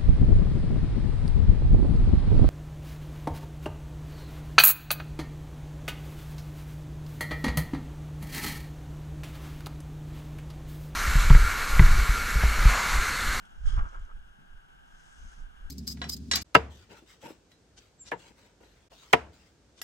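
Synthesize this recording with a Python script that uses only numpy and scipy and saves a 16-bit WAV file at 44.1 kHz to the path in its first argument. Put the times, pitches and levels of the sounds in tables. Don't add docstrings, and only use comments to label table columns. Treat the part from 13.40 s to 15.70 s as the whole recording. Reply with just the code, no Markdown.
import sys
import numpy as np
from scipy.fft import rfft, irfft
from scipy.io import wavfile
from scipy.ndimage import uniform_filter1d

SR = 44100
rng = np.random.default_rng(int(sys.argv[2]) if len(sys.argv) > 2 else 0)


def waveform_to_disk(signal):
    frames = np.transpose(np.atleast_2d(signal))
    scaled = np.clip(frames, -1, 1) * 32767
    samples = np.round(scaled).astype(np.int16)
    wavfile.write(sys.argv[1], SR, samples)


N = 101429
T = np.arange(N) / SR
HZ = np.maximum(np.fft.rfftfreq(N, 1 / SR), 1)


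def from_db(db):
    return 10 ** (np.asarray(db) / 20)


def unit_power(x):
    return x / np.sqrt(np.mean(x ** 2) + 1e-20)


def level(points):
    return from_db(np.interp(T, *np.transpose(points)))


def hump(peak_s, db, width_s):
    return from_db(db) * np.exp(-((T - peak_s) / width_s) ** 2 / 2)


def colour(points):
    hz, db = np.transpose(points)
    return from_db(np.interp(np.log(HZ), np.log(hz), db))


def band(hz, width_hz):
    return 1 / (1 + (2 * (HZ - hz) / width_hz) ** 2)


def filtered(x, gain):
    return irfft(rfft(x) * gain, N)


def drift(rate_hz):
    return unit_power(filtered(rng.standard_normal(N), 1 / (1 + (HZ / rate_hz) ** 2)))


def stereo(mid, side, pan_db):
    return np.array([(mid + side) * from_db(pan_db / 2), (mid - side) * from_db(-pan_db / 2)])


def grains(per_s, spread_db, hiss):
    sizes = from_db(spread_db * np.minimum(rng.exponential(1, (2, N)), 4))
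    clicks = sizes * rng.choice([-1, 1], (2, N)) * (rng.random((2, N)) < per_s / SR)
    return unit_power(unit_power(clicks) + hiss * rng.standard_normal((2, N)))


def rumble(spectrum, side_db, pan_db, even_s=0.056):
    mid, side = filtered(rng.standard_normal((2, N)), colour(spectrum))
    noise = stereo(mid, from_db(side_db) * side, pan_db)
    power = np.mean(noise ** 2, axis=0)
    for _ in range(2):
        power = uniform_filter1d(power, int(even_s * SR))
    return noise / np.sqrt(power)


# (frequency [Hz], width [Hz], boost [dB])
HOUSING_MODES = [(822, 226, 11), (1317, 250, 6), (1602, 94, 11.5), (1854, 170, -1), (2160, 180, 3),
                 (2883, 176, 6.5), (3290, 366, 6), (4350, 400, -1.5), (5280, 180, 2), (5600, 480, -0.5),
                 (6470, 680, 4)]
def housing(extra_modes):
    response = 1
    for hz, width_hz, db in [*HOUSING_MODES, *extra_modes]:
        resonance = 1 / (1 + 1j * (HZ ** 2 - hz ** 2) / (HZ * width_hz))
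        response = response * (1 + (from_db(db) - 1) * resonance)
    return response


def through_housing(texture, mid_points, side_points, pan_points, lock, extra_modes=()):
    shell = housing(extra_modes)
    mid_gain, side_gain = colour(mid_points) * shell, colour(side_points) * shell
    mid, diffuse = rfft(texture)
    side = 1j * np.sqrt(lock) * mid + np.sqrt(1 - lock) * diffuse
    channels = stereo(mid * mid_gain, side * side_gain, 20 * np.log10(colour(pan_points)))
    return irfft(channels, N) / np.sqrt(np.mean(abs(mid_gain) ** 2 + abs(side_gain) ** 2))


# (time [s], level [dB])
SURF_LEVEL = [(0, -56), (.5, -60.5), (.9, -59), (1.3, -59), (1.7, -58.5), (2.05, -57.5), (2.3, -56.5)]
# (frequency [Hz], relative level [dB])
SURF_MID = [(40, -10), (100, -8.5), (170, -2), (300, -11.5), (550, -21.5), (1100, -23.5), (1500, -12.5),
            (2000, -22.5), (3000, -23.5), (4000, -27.5), (6200, -30), (8000, -29.5), (12000, -33),
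            (15500, -44)]
SURF_SIDE = [(40, -1), (170, -2.5), (300, -7), (520, -12.5), (750, -11), (1100, -12.5), (1500, -11),
             (2100, -24), (3000, -15.5), (4000, -25.5), (6000, -30.5), (9000, -93), (15000, -40)]
SURF_PAN = [(100, -9), (250, -1.5), (950, -1), (1450, 5), (2100, 0.5), (3200, 1), (6000, 0.5)]
def surf(flutter_db=1.0):
    wash = rng.standard_normal((2, N)) * level(SURF_LEVEL) * from_db(flutter_db * drift(25))
    return through_housing(wash, SURF_MID, SURF_SIDE, SURF_PAN, lock=0.26)


# (time [s], relative level [dB])
WIND_LEVEL = [(0, -50), (.06, -67), (.12, -57.5), (.17, -45), (.225, -40.5), (.272, -17.5), (.31, -34.5),
              (.345, -23.5), (.385, -24.5), (.43, -26), (.48, -43.5), (.53, -50), (.575, -38.5),
              (.635, -36), (.69, -55.5), (.76, -36), (.82, -51), (.89, -53), (.95, -61), (1.06, -63.5),
              (1.11, -49), (1.18, -48), (1.22, -62), (1.5, -61.5), (1.55, -53), (1.62, -65.5),
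              (1.76, -60.5), (1.8, -50), (1.86, -43), (1.92, -55.5), (1.97, -51), (2.02, -38.5),
              (2.1, -49.5), (2.16, -57.5), (2.26, -38), (2.3, -47.5)]
# (frequency [Hz], relative level [dB])
WIND_SPECTRUM = [(12, -1), (24, 7.5), (38, -3.5), (64, -5), (78, -27.5), (120, -40), (170, -42.5),
                 (300, -56), (700, -99)]
def wind(gain_db=1.5):
    gusts = uniform_filter1d(level(WIND_LEVEL), size=400) * from_db(gain_db)
    return rumble(WIND_SPECTRUM, side_db=-8, pan_db=-2) * gusts


# (peak time [s], level [dB], width [s])
HARNESS_BUMPS = [(.243, -47, 0.0063), (0.296, -35.5, 0.014), (.347, -37.5, 0.0093), (0.384, -28, .011),
                 (.455, -46, 0.019), (.53, -63, 0.028), (.605, -59, 0.016), (1.15, -63, 0.0059),
                 (1.856, -56.5, 0.01), (1.99, -66, 0.02), (2.265, -54.5, 0.027)]
# (frequency [Hz], relative level [dB])
BUMP_SPECTRUM = [(40, 0), (70, 10.5), (100, -3.5), (125, 5.5), (170, -23.5), (260, -25.5), (400, -27),
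                 (800, -71)]
def harness_bumps():
    return rumble(BUMP_SPECTRUM, side_db=-2, pan_db=-8) * sum(hump(*row) for row in HARNESS_BUMPS)


def fibres(catch_db=0.85):
    return grains(per_s=4000, spread_db=0, hiss=1.6) * from_db(catch_db * drift(66))


# (time [s], level [dB])
RUB_LEVEL = [(0, -72.5), (.2, -70), (.5, -65.5), (.64, -71.5), (.72, -77.5), (1.38, -81), (1.5, -70),
             (1.6, -64.5), (1.72, -63), (1.92, -61), (2.0, -64.5), (2.07, -76), (2.3, -77)]
# (frequency [Hz], relative level [dB])
RUB_MID = [(500, -26), (1500, 4.5), (2500, -5), (4000, -2), (6300, 4.5), (8000, 0), (10000, -7),
           (14000, -33)]
RUB_SIDE = [(500, 0), (1500, 5.5), (3000, 1), (4500, 0), (6300, -0.5), (8000, -48), (14000, -40)]
RUB_PAN = [(1000, 3.5), (1500, 2.5), (4200, -1.5), (5900, 7.5), (7500, -2.5), (12000, 3.5)]
# (frequency [Hz], width [Hz], boost [dB])
RUBBED_MODES = [(5250, 220, 2.5), (8140, 2300, 0.5)]
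# (peak time [s], pitch [Hz], bandwidth [Hz], level [dB], width [s])
WEAVE_NOTES = [(1.715, 8000, 2200, -75, 0.065), (1.855, 6300, 380, -72, .07)]
def sleeve_rub():
    friction = fibres() * level(RUB_LEVEL)
    rub = through_housing(friction, RUB_MID, RUB_SIDE, RUB_PAN, lock=0, extra_modes=RUBBED_MODES)
    for peak_s, hz, width_hz, db, width_s in WEAVE_NOTES:
        mid, side = filtered(fibres(), band(hz, width_hz))
        note = unit_power(stereo(mid, from_db(-11) * side, pan_db=5))
        rub += note * hump(peak_s, db, width_s)
    return rub


# (time [s], level before dulling [dB])
SWISH_LEVEL = [(0, -86), (.2, -82), (.252, -56), (.263, -50.5), (.285, -45.5), (.345, -49.5), (.395, -51),
               (.43, -69), (.6, -59), (.7, -82), (.85, -81)]
# (frequency [Hz], relative level [dB])
SWISH_MID = [(150, -22), (500, -22), (950, -13.5), (1300, -3), (1700, -6.5), (2500, -12.5), (4000, -12),
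             (7000, -9), (10000, -17), (12000, -31), (14000, -51)]
SWISH_SIDE = [(150, 15.5), (500, -11), (950, -12), (1300, 3.5), (1700, -10), (2400, -6), (3100, -6),
              (4500, -9), (6500, -16), (9000, -26), (14000, -80)]
SWISH_PAN = [(300, -2.5), (1400, 0.5), (2200, 8), (3100, -8.5), (4200, 5.5), (5900, 10.5), (8000, 0),
             (12000, 2)]
# (frequency [Hz], width [Hz], boost [dB])
BRUSHED_MODES = [(1280, 310, 2), (3250, 170, 6.5), (4350, 770, 0.5), (5200, 170, 7), (5700, 420, -1)]
def sleeve_swish(slow_from_s=0.29, slowing_s=0.16, dull_hz=3600):
    stroke = fibres() * level(SWISH_LEVEL)
    bright = through_housing(stroke, SWISH_MID, SWISH_SIDE, SWISH_PAN,
                             lock=0.27, extra_modes=BRUSHED_MODES)
    dull = filtered(bright, 1 / (1 + (HZ / dull_hz) ** 4))
    slowed = np.clip((T - slow_from_s) / slowing_s, 0, 1)
    return bright + slowed * (dull - bright)


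# (peak time [s], pitch [Hz], bandwidth [Hz], level [dB], width [s])
DROP_TICKS = [(0.054, 3260, 350, -62.5, 0.0026), (.055, 5700, 2000, -65.5, 0.0011),
              (0.0575, 9000, 1600, -65.5, .0008), (.108, 6800, 500, -72, 0.0012),
              (.163, 6240, 1500, -80, .0015), (.2635, 6550, 900, -60.5, 0.0025),
              (.49, 6100, 1000, -63.5, 0.0016), (0.597, 7100, 2500, -69, .002),
              (.652, 6100, 600, -70, 0.0018), (.893, 6200, 900, -74, 0.0016),
              (1.058, 6370, 900, -78, .0015)]
def drop_ticks():
    ticks = 0
    for peak_s, hz, width_hz, db, width_s in DROP_TICKS:
        mid, side = filtered(rng.standard_normal((2, N)), band(hz, width_hz))
        envelope = hump(peak_s, 0, width_s)
        tick = stereo(mid, from_db(-10) * side, pan_db=0) * envelope
        ticks += from_db(db) * unit_power(tick) * np.sqrt(np.mean(envelope ** 2))
    return ticks


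# (time [s], pitch [Hz], level before the attack ramp [dB], decay [s])
DROP_PLOPS = [(0.712, 1290, -40.5, 0.0054), (1.192, 1520, -44.5, 0.0028)]
def drop_plops(attack_s=0.0029):
    plops = 0
    for start_s, hz, db, decay_s in DROP_PLOPS:
        age = np.maximum(T - start_s, 0)
        envelope = (1 - np.exp(-age / attack_s)) * np.exp(-age / decay_s)
        plops += from_db(db) * np.sin(2 * np.pi * hz * age) * envelope
    return plops


# (peak time [s], level [dB], width [s])
GLOVE_RUBS = [(1.013, -58.5, 0.027), (1.145, -66, 0.013), (1.854, -60.5, 0.016), (1.995, -60, 0.017)]
# (frequency [Hz], relative level [dB])
GLOVE_SPECTRUM = [(90, -10), (150, 5), (250, -6.5), (400, -21), (900, -57)]
def glove_rubs():
    return rumble(GLOVE_SPECTRUM, side_db=-2, pan_db=-6) * sum(hump(*row) for row in GLOVE_RUBS)


# (time [s], level [dB], decay [s])
TOOL_KNOCKS = [(.258, -41.5, 0.0015), (.462, -43, 0.0012)]
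# (frequency [Hz], relative level [dB])
KNOCK_SPECTRUM = [(200, -4), (700, -8), (1400, 3), (2200, -17), (4000, -27), (9000, -35), (14000, -37)]
# (frequency [Hz], left minus right [dB])
DIG_PAN = [(200, -9.5), (500, -0.5), (900, -3.5), (1450, 1.5), (2200, 4), (3200, 0), (5000, -5)]
DIG_LOCK = 0.94
def tool_knocks():
    envelope = sum(from_db(db) * (T >= start_s) * np.exp(-abs(T - start_s) / decay_s)
                   for start_s, db, decay_s in TOOL_KNOCKS)
    knocks = rng.standard_normal((2, N)) * envelope
    return through_housing(knocks, KNOCK_SPECTRUM, KNOCK_SPECTRUM, DIG_PAN, DIG_LOCK)


# (peak time [s], level [dB], attack [s], decay [s])
SAND_SQUELCHES = [(0.393, -36, 0.014, 0.026), (0.459, -46, 0.013, 0.027), (0.559, -46, 0.026, 0.029),
                  (.716, -53, 0.032, 0.009)]
# (frequency [Hz], relative level [dB])
SAND_MID = [(100, -2), (250, -7), (550, -9), (850, -16), (1050, -5), (1350, -3.5), (1650, -13.5),
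            (2100, -13.5), (3000, -22.5), (5000, -37), (10000, -62)]
SAND_SIDE = [(100, 6.5), (280, -5), (620, 2.5), (850, -10.5), (1050, 2), (1400, 3.5), (1900, -18),
             (3000, -20), (5000, -40), (10000, -76)]
def wet_sand():
    swell = 0
    for peak_s, db, attack_s, decay_s in SAND_SQUELCHES:
        age = T - peak_s
        swell += from_db(db) * np.exp(np.where(age < 0, -(age / attack_s) ** 2 / 2, -age / decay_s))
    pops = grains(per_s=3300, spread_db=3, hiss=0.55)
    return through_housing(pops * swell, SAND_MID, SAND_SIDE, DIG_PAN, DIG_LOCK)


def scene():
    background = surf() + wind() + harness_bumps()
    digging = glove_rubs() + tool_knocks() + wet_sand()
    return background + digging + sleeve_swish() + sleeve_rub() + drop_ticks() + drop_plops()


def record(dry, cutoff_hz=15600):
    return filtered(dry, 1 / np.sqrt(1 + np.minimum(HZ / cutoff_hz, 1.2) ** 400))


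dry = scene()
out = record(dry)
waveform_to_disk(out)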